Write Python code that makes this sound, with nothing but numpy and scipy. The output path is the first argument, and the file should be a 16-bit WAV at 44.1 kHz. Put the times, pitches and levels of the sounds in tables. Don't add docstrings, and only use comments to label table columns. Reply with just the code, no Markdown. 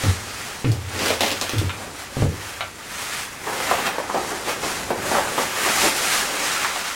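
import sys
import numpy as np
from scipy import signal
from scipy.fft import rfft, irfft
from scipy.io import wavfile
from scipy.ndimage import uniform_filter1d

SR = 44100
rng = np.random.default_rng(int(sys.argv[2]) if len(sys.argv) > 2 else 0)


def persist_wave(psi):
    counts = np.round(np.clip(psi, -1, 1) * 32767).astype(np.int16)
    wavfile.write(sys.argv[1], SR, np.atleast_2d(counts).T)


N = 306847
TIME = np.arange(N) / SR

# f/Hz, level/dB
LINING_SPECTRUM = [(1200, -7), (2500, -2), (4000, 0.5), (7000, 0), (9500, -3), (12500, -10.5), (16000, -25)]
HIDE_SPECTRUM = [(400, -18.5), (800, -3.5), (1250, 2.5), (2200, 1), (3200, -4), (5000, -17.5),
                 (9000, -17.5)]
TAUT_SPECTRUM = [(100, -31.5), (300, -14.5), (550, -5.5), (820, -1), (1200, -6.5), (2000, -9.5),
                 (4000, -57)]
LOOSE_SPECTRUM = [(70, -28.5), (150, -5), (240, -3), (420, 0), (600, -1.5), (1000, -23), (3000, -44)]
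# t/s of greatest speed, lining level/dB, hide above lining/dB, rise/s, fall/s
SWISHES = [(.02, -31.5, -2, 0.16, 0.24), (.42, -37, 2, 0.18, 0.23), (1.075, -30, 1, 0.15, 0.1),
           (1.53, -38, 4, 0.55, .17), (1.82, -41, 1, 0.1, .09), (2.0, -39.5, 3, .06, 0.069),
           (2.2, -39, 3, 0.097, 0.089), (2.5, -40.5, 4, 0.24, .16), (3.02, -35.5, 3, 0.18, 0.17),
           (3.18, -33.5, 2, 0.12, 0.095), (3.71, -32, 4.5, 0.29, 0.21), (3.87, -37, 10, .1, 0.037),
           (4.32, -35.5, 0, 0.41, 0.2), (4.495, -31, 4, 0.047, 0.05), (4.66, -31.5, 0, 0.087, 0.25),
           (5.12, -30.5, 2, 0.12, 0.26), (5.43, -31, 4, 0.12, 0.074), (5.68, -27.5, 4, 0.19, 0.11),
           (5.838, -22.5, 0.5, 0.13, 0.098), (5.99, -28, -1, 0.066, 0.055), (6.14, -24.5, 1, 0.16, .15),
           (6.48, -27.5, 1.5, 0.19, .38), (6.88, -34.5, 2, 0.28, 0.36)]
# t/s, level/dB
BUNCHING = [(0, -33.5), (.25, -40.5), (.88, -41.5), (1.02, -29), (1.3, -50), (1.83, -34), (1.95, -41.5),
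            (3.35, -40), (3.5, -30), (3.8, -29), (4.15, -29.5), (4.45, -32.5), (4.9, -31.5), (5.15, -27),
            (5.5, -32.5), (5.85, -30.5), (6.15, -37), (6.3, -32), (6.96, -41.5)]
# t/s, level/dB
SLACK = [(0, -4), (1.1, 1), (3.85, -6.5), (4.2, -3.5), (6.96, -2)]
# t/s, level/dB
TREBLE_GAIN = [(0, -2), (.4, -1), (1.15, -2.5), (1.85, 0), (3.55, 1.5), (3.85, -1.5), (4.75, .5),
               (5.45, 2.5), (6.1, 2), (6.35, -1.5), (6.96, -4)]
# t/s, level/dB, brightness f/Hz, T60/s, dull body level/dB
SLAPS = [(.036, -26, 1500, .26, -10.5), (0.717, -31.5, 5800, 0.18, -1), (0.991, -24, 3180, 0.38, -7.5),
         (1.059, -20.5, 3200, .1, -2.5), (1.082, -21.5, 3500, .08, -4), (1.104, -23.5, 3000, 0.061, 8.5),
         (1.207, -16, 3470, 0.15, .5), (1.233, -21, 3040, 0.16, -3.5), (1.262, -22.5, 3330, 0.29, -4),
         (1.315, -23, 3520, 0.088, -1), (1.4129, -20, 4440, 0.078, 0), (1.494, -25, 3890, 0.08, -3.5),
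         (1.583, -26.5, 4530, 0.15, -17), (3.868, -25.5, 3400, 0.062, -2)]
# f/Hz, level/dB
SLAP_BODY_SPECTRUM = [(80, -37), (220, 4), (450, 8.5), (750, 7.5), (1200, -0.5), (2500, -45), (6000, -33)]
# f/Hz, level/dB
CREASE_SPECTRUM = [(200, -16), (600, -4), (1400, -9), (3200, 5.5), (6000, -4.5), (15000, -13)]
# t/s, level/dB, centre f/Hz, length/s
FOLDS = [(3.469, -27, 700, 0.029), (3.602, -25, 830, 0.014), (3.7132, -12, 825, 0.01),
         (3.726, -24, 700, 0.015), (3.9835, -19, 756, 0.0077), (4.096, -24.5, 890, 0.021),
         (4.144, -19, 620, 0.032), (4.316, -28, 600, 0.022), (4.474, -25.5, 650, 0.029),
         (4.634, -24, 790, 0.022), (4.905, -16.5, 610, 0.014), (4.943, -32, 554, 0.021),
         (5.116, -17.5, 586, 0.007), (5.147, -17.5, 830, 0.015), (5.166, -19, 930, 0.027),
         (5.378, -17.5, 680, 0.015), (5.659, -23, 680, 0.032), (5.832, -20.5, 580, 0.039),
         (6.647, -19.5, 1370, 0.015), (6.759, -25.5, 1000, .012)]
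# t/s, level/dB, brightest f/Hz
CLICKS = [(0.648, -27.5, 2930), (1.695, -24, 2500), (2.608, -20.5, 1490)]
# f/Hz, level/dB, T60/s
STUD_MODES = [(890, 14, 0.085), (1340, -1, 0.212), (1373, 10.5, 0.15), (2379, 5, 0.2), (2895, 6, 0.15)]
# t/s, knock level/dB, boom level/dB, boom f/Hz, lingering hum level/dB
FOOTFALLS = [(.038, -20.5, -8.5, 93.6, -48), (0.6451, -19, -8, 112.8, -28), (1.535, -25.5, -11, 102, -47),
             (1.615, -26, -15.5, 94.5, -53), (2.169, -20.5, -16, 99.4, -44), (2.222, -17, -14, 89, -53)]
# f/Hz, level/dB, T60/s
BOARD_MODES = [(142.7, 14.5, 0.21), (212.6, 0, 0.21), (263.6, 6.5, 0.21), (328.8, 2.5, 0.41),
               (419, -7, 0.63), (466, 0, 0.38), (548, 1, 0.082), (765, -13, 0.1)]
# f/Hz, level/dB
SOLE_SPECTRUM = [(100, -11.5), (300, 9.5), (600, -1.5), (1000, -8.5), (2000, -18), (4000, -24), (9000, -50)]
# f/Hz, level/dB, T60/s
JOIST_MODES = [(90, -4, 0.25), (102, -4.5, 0.99), (118.8, -3, 0.93)]
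# f/Hz, level/dB, T60/s
ROOM_MODES = [(86.6, 1, 2.1), (98.3, -7.5, 6)]
# f/Hz, level/dB
AIR_SPECTRUM = [(20, -16), (35, -5), (60, 2), (92, 0.5), (130, 0), (250, -3), (600, -11), (2000, -14.5),
                (8000, -34), (16000, -30)]
# t/s, level/dB
RUMBLE = [(0, -41), (2.6, -46), (3.6, -44), (4.3, -45), (5.05, -36.5), (5.5, -48), (6.96, -55)]

SWELL_EDGE_DB = -9.5
SWISH_SHAPE = 1.47
REST_LINING_DB, REST_HIDE_DB = -46, -47.5
CRUMPLE_FOLLOWS, USUAL_HIDE_DB = 0.28, -33.5
CREASE_DB, CREASE_T60_S = -12, 0.67
BOOM_LAG_S, BOOM_RISE_S, BOOM_FALL_S = 0.0605, 0.031, 0.017
BOOM_SHAPE, BOOM_ONSET_S = 0.72, 0.012
BOOM_BEND, BOOM_SETTLE_S = 0.42, 0.055
TOP_HZ = 15900


def rustle():
    slide_db, rub_db, crumple_db = motion()
    catch = walk(rate=70)
    slips = grains(N, rate=10000, spread_db=1.0)
    treble_filter = signal.butter(2, 9000, "high", fs=SR, output="sos")
    treble = signal.sosfiltfilt(treble_filter, slips)
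    slips = slips + treble * (undb(curve(TREBLE_GAIN)) - 1)
    lining = colour(slips, LINING_SPECTRUM) * undb(slide_db + 0.9 * catch + 1.8)

    rubs = grains(N, rate=2200, spread_db=1.0)
    hide = colour(rubs, HIDE_SPECTRUM) * undb(rub_db + 0.76 * catch + 0.5)

    taut = colour(grains(N, rate=900, spread_db=2.5), TAUT_SPECTRUM)
    loose = colour(grains(N, rate=900, spread_db=0.5), LOOSE_SPECTRUM) * undb(curve(SLACK))
    crumpling = (taut + loose) * undb(crumple_db + 1.4 * catch - 3)
    return lining + hide + crumpling


def motion():
    slide_power, rub_power = undb(REST_LINING_DB) ** 2, undb(REST_HIDE_DB) ** 2
    for s, db, hide_above_db, rise, fall in SWISHES:
        speed = undb(db) * swell(TIME - s, rise, fall, SWISH_SHAPE)
        slide_power = slide_power + speed ** 2
        rub_power = rub_power + (speed * undb(hide_above_db)) ** 2
    slide_db, rub_db = 10 * np.log10(slide_power), 10 * np.log10(rub_power)
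    crumple_db = curve(BUNCHING) + CRUMPLE_FOLLOWS * (rub_db - USUAL_HIDE_DB)
    return slide_db, rub_db, crumple_db


def flutter():
    ticks = grains(N, rate=130, spread_db=2)
    bending_power, t = np.zeros(N), np.arange(SR) / SR
    for s, db, *_ in SLAPS:
        add(bending_power, s, (undb(db + CREASE_DB) * fade(t, CREASE_T60_S)) ** 2)
    return colour(ticks, CREASE_SPECTRUM) * np.sqrt(bending_power)


def slaps():
    out, t = np.zeros(N), np.arange(SR // 3) / SR
    for s, db, hz, t60, body_db in SLAPS:
        contact = 2.06 * fade(t, t60=0.021) * rng.choice([-1, 1], len(t))
        patter = 0.77 * fade(t, t60) * grains(len(t), rate=2700, spread_db=-0.5)
        spectrum = [(hz / 6, -17), (hz * 0.39, -8), (hz * 0.8, 0), (hz * 1.42, -5.5), (hz * 4.3, -21)]
        smack = colour(contact + patter, spectrum)
        puff = fade(t, t60) * grains(len(t), rate=2800, spread_db=-1.5)
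        body = colour(puff, SLAP_BODY_SPECTRUM)
        add(out, s, undb(db) * (smack + undb(body_db) * body))
    return out


def folds():
    out, t = np.zeros(N), np.arange(SR // 4) / SR
    for s, db, hz, length in FOLDS:
        run = np.exp(-(t / length) ** 2)
        jerks = run * grains(len(t), rate=2200, spread_db=1.6)
        jerks[0] += undb(26 - 450 * length)
        panel = [(hz / 8, -25), (hz * 0.47, -6), (hz * 0.6, -0.5), (hz * 1.4, 0),
                 (hz * 2.13, -13), (hz * 6.3, -28), (hz * 12, -39)]
        drummed = unit(colour(jerks, panel)) * np.sqrt(np.mean(run ** 2))
        add(out, s, undb(db + 2.5) * drummed)
    return out


def clicks():
    out, t = np.zeros(N), np.arange(SR // 3) / SR
    for s, db, hz in CLICKS:
        chatter = fade(t, t60=0.07) * grains(len(t), rate=2500, spread_db=1.2)
        chatter[0] += undb(21)
        spectrum = [(hz / 6, -16), (hz * 0.47, -2), (hz, 0), (3700, -5), (5500, -22), (12000, -36)]
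        tick = colour(chatter, spectrum)
        modes = [(f, gain_db - 8 * abs(np.log2(f / hz)), t60) for f, gain_db, t60 in STUD_MODES]
        add(out, s, undb(db) * (tick + undb(-14.5) * ring(modes, t)))
    return out


def knocks():
    out, t = np.zeros(N), np.arange(SR // 2) / SR
    for s, db, *_ in FOOTFALLS:
        modes = []
        for hz, gain_db, t60 in BOARD_MODES:
            spot_hz = hz * (1 + 0.0163 * rng.standard_normal())
            spot_db = gain_db + 2.1 * rng.standard_normal()
            modes.append((spot_hz, spot_db, t60))
        boards = ring(modes, t)
        contact = 0.85 * rng.standard_normal(len(t)) * fade(t, t60=0.082)
        contact[0] += undb(21)
        add(out, s, undb(db) * (undb(-10.0) * boards + colour(contact, SOLE_SPECTRUM)))
    return out


def thuds():
    out, hum, t = np.zeros(N), np.zeros(N), np.arange(2 * SR) / SR
    onset = 1 - np.exp(-(t / BOOM_ONSET_S) ** 2)
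    load = swell(t - BOOM_LAG_S, BOOM_RISE_S, BOOM_FALL_S, BOOM_SHAPE) * onset
    bend = 1 + BOOM_BEND * (np.exp(-t / BOOM_SETTLE_S) - np.exp(-BOOM_LAG_S / BOOM_SETTLE_S))
    for s, _, db, hz, hum_db in FOOTFALLS:
        add(out, s, undb(db) * load * np.sin(2 * np.pi * hz * np.cumsum(bend) / SR))
        add(hum, s + BOOM_LAG_S, undb(hum_db) * ring(ROOM_MODES, t))
    joists = undb(-71) * signal.fftconvolve(out, ring(JOIST_MODES, t))[:N]
    return out + joists + hum


def bedroom(x, t60, treble_t60, count=12, size=256):
    t, walls = np.arange(SR // 2) / SR, np.zeros(N)
    build_up = np.clip((t - 0.003) / 0.002, 0, 1)
    low_pass = signal.butter(1, 3000, fs=SR, output="sos")
    for spot in range(count):
        echoes = rng.standard_normal(len(t))
        low = signal.sosfilt(low_pass, echoes)
        tail = (low * fade(t, t60) + (echoes - low) * fade(t, treble_t60)) * build_up
        turn = (np.arange(N) / size - spot) % count
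        share = np.sin(np.pi * np.minimum(turn / 2, 1))
        walls += signal.oaconvolve(x * share, tail / np.linalg.norm(tail))[:N]
    return walls


def rumble():
    return colour(rng.standard_normal(N), AIR_SPECTRUM, size=8192) * undb(curve(RUMBLE))


def grains(n, rate, spread_db):
    slips = rng.random(n) < rate / SR
    sizes = undb(spread_db * np.minimum(rng.exponential(size=n), 4))
    return unit(slips * sizes * rng.choice([-1, 1], n) + 1e-9)


def ring(modes, t):
    return sum(undb(db - 60 * t / t60) * np.sin(2 * np.pi * hz * t) for hz, db, t60 in modes)


def fade(t, t60):
    return np.exp(-np.log(1000) * t / t60)


def swell(t, rise, fall, shape):
    distance = np.minimum(np.where(t < 0, -t / rise, t / fall), 20)
    return undb(SWELL_EDGE_DB * distance ** shape)


def walk(rate):
    k = int(SR / rate)
    steps = np.repeat(rng.standard_normal(N // k + 1), k)
    return unit(uniform_filter1d(steps, k)[:N])


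def colour(x, points, size=2048):
    hz, db = np.transpose(points)
    freqs = np.maximum(np.fft.rfftfreq(size, 1 / SR), 1)
    gains = undb(np.interp(np.log(freqs), np.log(hz), db))
    cepstrum = irfft(np.log(gains))
    cepstrum[1:size // 2] *= 2
    cepstrum[size // 2 + 1:] = 0
    response = irfft(np.exp(rfft(cepstrum)))
    return signal.fftconvolve(x, response / np.linalg.norm(response))[:len(x)]


def curve(points):
    return np.interp(TIME, *np.transpose(points))


def undb(db):
    return 10 ** (np.asarray(db) / 20)


def unit(x):
    return x / np.sqrt(np.mean(x ** 2))


def add(track, s, sound):
    i = max(int(s * SR), 0)
    track[i:i + len(sound)] += sound[:N - i]


def scene():
    diffuse = rustle() + flutter() + slaps() + clicks()
    blows = folds() + knocks()
    walls = bedroom(undb(-4.0) * diffuse + undb(-5.5) * blows, t60=0.26, treble_t60=0.17)
    direct = undb(-2) * diffuse + undb(-2.14) * blows
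    return np.tile(direct + walls + thuds() + rumble(), (2, 1))


def record(dry):
    return signal.sosfilt(signal.ellip(10, 0.2, 80, TOP_HZ, fs=SR, output="sos"), dry)


dry = scene()
out = record(dry)
persist_wave(out)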